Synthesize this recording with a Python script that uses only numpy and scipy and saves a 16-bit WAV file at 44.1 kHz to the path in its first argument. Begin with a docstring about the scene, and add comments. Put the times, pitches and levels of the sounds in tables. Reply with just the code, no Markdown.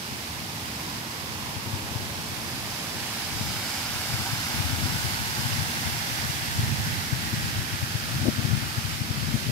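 """A water-sprinkling arm passes by

The rotating arm of a trickling filter pours a sheet of water onto a bed of stones. Countless drops
and bubbles make a splashing that comes from the right, passes close and fades to the left, while
its reflection off the ground shifts. A faint rumble lies behind it, and a rising wind buffets
the microphone, mostly at its left opening."""
import sys
import numpy as np
from scipy import signal
from scipy.fft import rfft, irfft, next_fast_len
from scipy.io import wavfile
from scipy.ndimage import uniform_filter1d, map_coordinates

SR = 44100
rng = np.random.default_rng(int(sys.argv[2]) if len(sys.argv) > 2 else 0)


def persist_wave(psi):
    """Save psi, clipped to +-1, as 16-bit WAV."""
    counts = np.round(np.clip(psi, -1, 1) * 32767).astype(np.int16)
    wavfile.write(sys.argv[1], SR, np.atleast_2d(counts).T)


N = 419391
TOP_HZ = 15750  # the highest pitch kept

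# how the moving water's sound reaches the ears: (time [s], right ear's head start [ms],
# ground reflection delay [ms], ground reflection strength [0-1], directness [0-1])
ARM_PATH = [(0, 0.3, 0.69, .08, 0.7), (2.0, 0.25, 1.2, .1, 0.45), (2.8, 0.14, 1.15, .15, 0.67),
            (3.5, 0.037, 1.33, 0.64, 0.76), (4.3, -0.16, 1.37, 0.56, 0.96), (5.2, -0.28, 1.41, 0.36, 0.8),
            (6.8, -0.351, 1.47, 0.28, 0.71), (8.2, -0.45, 1.6, 0.29, 0.63), (9.5, -0.46, 1.6, 0.27, 0.77)]
# the strongest swirls of air at the left opening: (time [s], relative thump [dB], relative rattle [dB])
AIR_SWIRLS = [(1.572, -29, -40), (1.74, -25, -44), (1.963, -25.5, -45), (3.413, -30, -35),
              (4.335, -23.5, -49), (4.604, -21, -40), (4.736, -18, -43), (4.867, -29, -33),
              (5.624, -27, -40), (6.302, -25, -51), (6.594, -20, -36), (6.639, -21, -41), (7.133, -19, -35),
              (7.339, -24.5, -36), (7.592, -23, -48), (7.956, -22.5, -38.5), (8.219, -19, -40),
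              (8.261, -34, -25), (8.287, -23, -18), (8.393, -20.5, -28), (8.453, -19.5, -46),
              (8.627, -28, -35), (8.785, -21, -42), (9.016, -21, -40), (9.11, -21, -35), (9.184, -26, -41),
              (9.29, -23, -33), (9.351, -20, -26.5), (9.497, -21, -34)]


def amp(db):
    """Turns decibels into a gain."""
    return 10 ** (np.asarray(db) / 20)


def unit(x):
    """Scales a signal to an average (rms) level of 1."""
    return x / np.sqrt(np.mean(x ** 2) + 1e-20)


def along(points, hz):
    """Reads between (frequency, value) points on a log frequency axis."""
    f, v = np.transpose(points)
    return np.interp(np.log(hz + 1), np.log(f + 1), v)


def curves(rows, t):
    """Reads each column after the first at the times t."""
    times, *columns = np.transpose(rows)
    return [np.interp(t, times, column) for column in columns]


def wobble(rate):
    """A smooth curve through `rate` random values a second."""
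    return map_coordinates(rng.standard_normal(int(N * rate / SR) + 4), [np.arange(N) * rate / SR])


def filtered(x, response):
    """Scales each frequency in x by response(hz)."""
    size = next_fast_len(N + SR // 2)
    return irfft(rfft(x, size) * response(np.fft.rfftfreq(size, 1 / SR)), size)[..., :N]


def noise(colour):
    """Noise of level 1, shaped by (frequency [Hz], level [dB]) points."""
    return unit(filtered(rng.standard_normal(N), lambda hz: amp(along(colour, hz))))


def rumble(hum_hz=228, hum_db=-51.5):
    """The far drone of the surroundings with a wavering hum, nearly the same at both ears."""
    # tone of the drone: (frequency [Hz], level [dB])
    colour = [(20, -35), (32, -31), (55, -10), (80, -0.5), (100, 0.5), (150, -1), (200, -3), (232, -3),
              (275, -6), (320, -7), (420, -15), (700, -28), (1500, -47)]
    drone = noise(colour) + amp(-14.5) * np.array([noise(colour), noise(colour)])
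    hum = unit(filtered(rng.standard_normal(N), lambda hz: np.exp(-((hz - hum_hz) / 13) ** 2)))
    return amp(-40.5 + .5 * wobble(2.8)) * drone + amp(hum_db) * hum


def airflow():
    """Wind strength at the two microphone openings: gusts on top of a growing breeze."""
    # gusts of wind: (time [s], half length [s], left strength [dB], right strength [dB])
    gusts = [(1.8, 0.47, -39, -49), (2.55, 0.082, -38, -44), (3.474, .13, -32, -46),
             (4.096, 0.14, -34, -50), (4.71, 0.23, -28, -43), (5.5, 0.43, -31, -40.5),
             (6.66, 0.12, -33.5, -27), (6.876, 0.092, -32, -30.5), (7.45, .3, -34.5, -38),
             (8.18, 0.11, -27.5, -38), (8.486, 0.12, -24.5, -43), (9.19, 0.27, -29, -54)]
    start_db, rise_db_per_s = np.array([[-48.5], [-56]]), np.array([[1.5], [1.08]])  # left, right
    t = np.arange(N) / SR
    power = amp(start_db + rise_db_per_s * t) ** 2
    for time, half, left_db, right_db in gusts:
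        swell = np.exp(-.5 * ((t - time) / half) ** 2)
        power += (amp([[left_db], [right_db]]) * swell) ** 2
    return np.sqrt(power)


def wind(air, gain_db=1.0):
    """Churning air flutters at each opening separately."""
    # tone of the buffeting: (frequency [Hz], level [dB])
    colour = [(20, -35), (32, -39), (50, -13.5), (75, -2), (105, 3.5), (145, -2), (185, -9), (228, -11),
              (275, -22.5), (400, -35), (700, -58), (1500, -70)]
    sides = []
    for strength in air:
        buffet = noise(colour)
        buffet /= np.sqrt(abs(uniform_filter1d(buffet ** 2, size=3000)) + 0.086)  # even out its level
        flutter_db = 3.7 * wobble(30) + 2.5 * wobble(8.2)
        sides.append(amp(gain_db) * strength * unit(buffet * amp(flutter_db)))
    return np.array(sides)


def thumps(middle_hz=117, spread=.1, half_cycles=0.93, gain_db=5.5, right_db=-21):
    """Each swirl pushes and pulls the air at the opening for a cycle or two, with a ragged edge."""
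    out, t = np.zeros(N + SR), np.arange(-SR // 20, SR // 20) / SR
    ragged = noise([(60, -30), (220, 11.0), (350, -19.0), (650, -12), (1100, -38)])
    for (time, db, _), (phase, pitch) in zip(AIR_SWIRLS, rng.random((len(AIR_SWIRLS), 2))):
        start = round(time * SR) - len(t) // 2
        hz = middle_hz * (1 + spread * (2 * pitch - 1))
        edge = np.take(ragged, start + np.arange(len(t)), mode="wrap")
        push = np.cos(2 * np.pi * (hz * t + phase)) + 0.094 * edge
        out[start:][:len(t)] += amp(db + gain_db) * push * np.exp(-(hz * t / half_cycles) ** 2)
    return out[:N] * amp([[0], [right_db]])


def rattle(air, half_s=.013, swirl_gain_db=3.0, gust_db=-31, right_db=-20):
    """Fast air rings the hollow behind the left opening, at each swirl and in the hardest gusts."""
    # tone of the hollow: (frequency [Hz], level [dB])
    colour = [(100, -42), (180, -8), (230, 8), (275, -1.5), (310, -7), (420, -18.5), (570, -15), (720, -22),
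              (1000, -45), (2000, -80)]
    t = np.arange(N) / SR
    swirls = sum(amp(db + swirl_gain_db) * np.exp(-((t - time) / half_s) ** 2)
                 for time, _, db in AIR_SWIRLS)
    gusts = amp(gust_db) * (air[0] / air[0].max()) ** 1.9
    flutter = noise(colour)
    flutter /= np.sqrt(abs(uniform_filter1d(flutter ** 2, size=700)) + 0.044)  # even out its level
    return np.hypot(swirls, gusts) * flutter * amp([[0], [right_db]])


def wash():
    """Water falling behind the approaching arm makes a dull wash that fades once it has swung past."""
    # loudness of the wash: (time [s], level [dB])
    levels = [(0, -48.5), (1, -47.5), (2.3, -44.5), (3, -46.5), (4.2, -50.5), (5.2, -49), (9.5, -55)]
    # tone of the wash: (frequency [Hz], level [dB])
    colour = [(150, -25), (320, -5), (490, -4.5), (650, -4.5), (850, -4), (1500, -42)]
    level_db, = curves(levels, np.arange(N) / SR)
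    ears = noise(colour) + np.array([noise(colour), noise(colour)])
    return amp(level_db + 0.92 * wobble(8.7)) * unit(ears)


def gulps(gain_db=-8, ring_s=0.093, attack_s=0.0027):
    """Air trapped in the falling water rings with a short, hollow note."""
    # pockets of air: (time [s], relative level [dB], pitch [Hz])
    pockets = [(0.49, -30, 913), (0.921, -35, 876), (1.969, -29, 966), (4.255, -21.5, 910),
               (6.848, -31, 1590)]
    # the tones in one gulp: (multiple of the pitch, level [dB])
    tones = [(.87, 2), (.96, 3.5), (1.03, 0)]
    out, age = np.zeros(N + SR), np.arange(SR // 4) / SR
    for time, level_db, hz in pockets:
        ring = sum(amp(db) * np.sin(2 * np.pi * hz * ratio * age) for ratio, db in tones)
        envelope = amp(level_db + gain_db - 60 * age / ring_s) * (1 - np.exp(-age / attack_s))
        out[round(time * SR):][:len(age)] += envelope * ring
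    return out[:N] * amp([[-2], [0]])


def drops(low_hz, high_hz, cycles, rise, scatter_db, count, samples):
    """A shower of tiny fading rings, each gliding up as its bubble nears the surface."""
    start, pitch, strength = rng.random((count, 3)).T[:, :, None]
    hz = low_hz * (high_hz / low_hz) ** pitch
    turns = hz * np.arange(samples) / SR
    age = turns / cycles  # 1 when the ring has faded by 60 dB
    ring = np.sin(2 * np.pi * turns * (1 + rise * np.minimum(age, 2) / 2)) * amp(-60 * age)
    gain = amp(-scatter_db * np.log(1 - strength * .995)) * hz / high_hz  # many quiet, a few loud
    positions = (start * N).astype(int) + np.arange(samples)
    return unit(np.bincount(positions.ravel(), (gain * ring).ravel(), N + samples)[:N])


def sizzle(peak_s=3.9, half_s=1.1, level_db=-40.0):
    """The end of the arm comes close for a moment, and its nearest jet sizzles on the stones."""
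    # tone of the jet: (frequency [Hz], level [dB])
    colour = [(1500, -30), (3300, -9), (4200, -10), (5000, 3), (5800, -13), (7500, -7), (9500, -16),
              (15000, -32)]
    t = np.arange(N) / SR
    shower = drops(low_hz=2500, high_hz=12000, cycles=6, rise=.05, scatter_db=4, count=30000, samples=32)
    swell = amp(level_db) * np.exp(-((t - peak_s) / half_s) ** 2)
    jet = swell * unit(filtered(shower, lambda hz: amp(along(colour, hz))))
    lead_samples = curves(ARM_PATH, t)[0] * SR / 1000
    return np.array([amp(-3) * jet, map_coordinates(jet, [np.arange(N) + lead_samples])])


def splashing():
    """Countless impacts merge into a rush; the nearest crackle on stone or leave bubbles."""
    crackle = drops(low_hz=2000, high_hz=14000, cycles=2.9, rise=.05, scatter_db=2.6,
                    count=24000, samples=32)
    bubbles = drops(low_hz=706, high_hz=4940, cycles=26, rise=.25, scatter_db=2.5,
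                    count=3500, samples=360)
    return rng.standard_normal(N) + amp(-8.5) * crackle + amp(-15.5) * bubbles


def hidden(t, halfway_s=2.88, ease_s=0.21):
    """How much of the sheet of water is still behind the approaching arm, from 1 to 0."""
    return 1 / (1 + np.exp((t - halfway_s) / ease_s))


def pour_levels(t, nearest_s=4.97, travel_s=2.14):
    """Levels in dB as the sheet of water comes out from behind the arm, passes and moves away."""
    # a row each for gurgle, splash and spray: (level when nearest [dB], loss at ten times
    # the distance [dB], loss behind the arm [dB], steady level from the rest of the bed [dB])
    bands = [(-42.8, 19.5, 1, -49.5), (-35.5, 11.5, 4, -41), (-39, 19.5, 3, -45)]
    near_db, fall_db, hidden_db, bed_db = np.transpose(bands)[:, :, None]
    distance = np.hypot(1, (t - nearest_s) / travel_s)  # 1 when nearest; it moves that far in travel_s
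    arm_db = near_db - fall_db * np.log10(distance) - hidden_db * hidden(t)
    return 20 * np.log10(np.hypot(amp(arm_db), amp(bed_db)))


def pouring_water(left_shade_db=0.7, frame=1024):
    """The sheet of water hits the stones, heard by both ears as the arm goes by."""
    # tone of the water at each ear: (frequency [Hz], level [dB])
    left_colour = [(520, -15.5), (800, -9), (1100, -5), (1400, -9), (2200, -6), (3000, -7.5), (4000, -8.5),
                   (5000, -10.5), (6500, -14.5), (9000, -18.5), (11000, -19.5), (12800, -17.5),
                   (14200, -21), (15700, -23.5)]
    right_colour = [(520, -13), (850, -3), (1200, -4.5), (1650, -2.5), (2300, -2.5), (3100, -3.5),
                    (4000, -5), (4950, -3), (5700, -7), (6800, -13.5), (8700, -17.5), (11800, -16.5),
                    (14000, -21.5), (15700, -29)]
    # the sheet is wide, so only lower notes reach both ears alike: (frequency [Hz], likeness [0-1])
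    likeness = [(300, 0.41), (520, 0.55), (850, 1), (1500, 0.62), (2100, 0.18), (3500, 0.028),
                (8000, 0.031), (15000, .03)]
    # the microphone pair changes the stereo width: (frequency [Hz], factor on the head start)
    width = [(300, 0.78), (750, 0.32), (1100, 1.13), (1600, 0.96), (3000, 1.007)]
    # the hollow note of churning water: (time [s], pitch [Hz], boost [dB])
    churn = [(0, 1000, 1), (1.5, 1000, 5.5), (2.6, 905, -0.5), (3.6, 1440, 0.5), (5.2, 1570, 3),
             (6.9, 1760, 3.5), (8.2, 1490, 4), (9.5, 1400, 0.5)]
    hz, t, (splash, other_splash) = signal.stft([splashing(), splashing()], SR, nperseg=frame)
    f = hz[:, None]
    lead_ms, ground_ms, ground_strength, directness = curves(ARM_PATH, t)
    alike = np.clip(along(likeness, f) * directness, 0, 1)
    head_start = np.exp(2j * np.pi * f * along(width, f) * lead_ms / 1000)
    left = splash * amp(along(left_colour, f) - left_shade_db * hidden(t))
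    blend = alike * splash + np.sqrt(1 - alike ** 2) * other_splash
    right = blend * head_start * amp(along(right_colour, f))
    # the ground's reflection lifts some pitches and dips others; rough stones scatter its treble
    ripple = ground_strength * np.cos(2 * np.pi * f * ground_ms / 1000) / (1 + (f / 3600) ** 2)
    ears = np.array([left * (1 + 1.05 * ripple), right * (1 + 0.067 * ripple)])
    churn_hz, churn_db = curves(churn, t)
    ears *= amp(churn_db * np.exp(-(np.log((f + 1) / churn_hz) / 0.18) ** 2))
    ears *= f ** 2 / (f ** 2 + 190 ** 2)  # thin out the bass
    # low gurgle, middle splash and high spray each follow their own level
    above_gurgle = 1 / (1 + (1200 / (f + 1)) ** 6)
    above_splash = 1 / (1 + (6500 / (f + 1)) ** 6)
    bands = [1 - above_gurgle, above_gurgle - above_splash, above_splash]
    power = np.mean(abs(ears) ** 2, axis=(0, 2))[:, None] * (f < TOP_HZ)
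    gain = sum(band * amp(db) / np.sqrt(np.sum(power * band ** 2))
               for band, db in zip(bands, pour_levels(t)))
    # the jets flutter, so patches of the splash swell and fade
    patches = uniform_filter1d(rng.standard_normal(ears.shape), size=12, axis=1)
    patches = unit(uniform_filter1d(patches, size=8, axis=2))
    return signal.istft(ears * gain * amp(.5 * patches), SR, nperseg=frame)[1][:, :N]


def scene():
    """The passing water, the far rumble and the wind on the microphone."""
    surge = amp(0.32 * wobble(7.6) + 0.18 * wobble(16))  # the nozzles never flow quite evenly
    air = airflow()
    water = surge * (pouring_water() + sizzle()) + wash() + gulps()
    return water + rumble() + wind(air) + thumps() + rattle(air)


def record(dry):
    """The recorder keeps nothing above its highest pitch."""
    return filtered(dry, lambda hz: hz < TOP_HZ)


dry = scene()
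out = record(dry)
persist_wave(out)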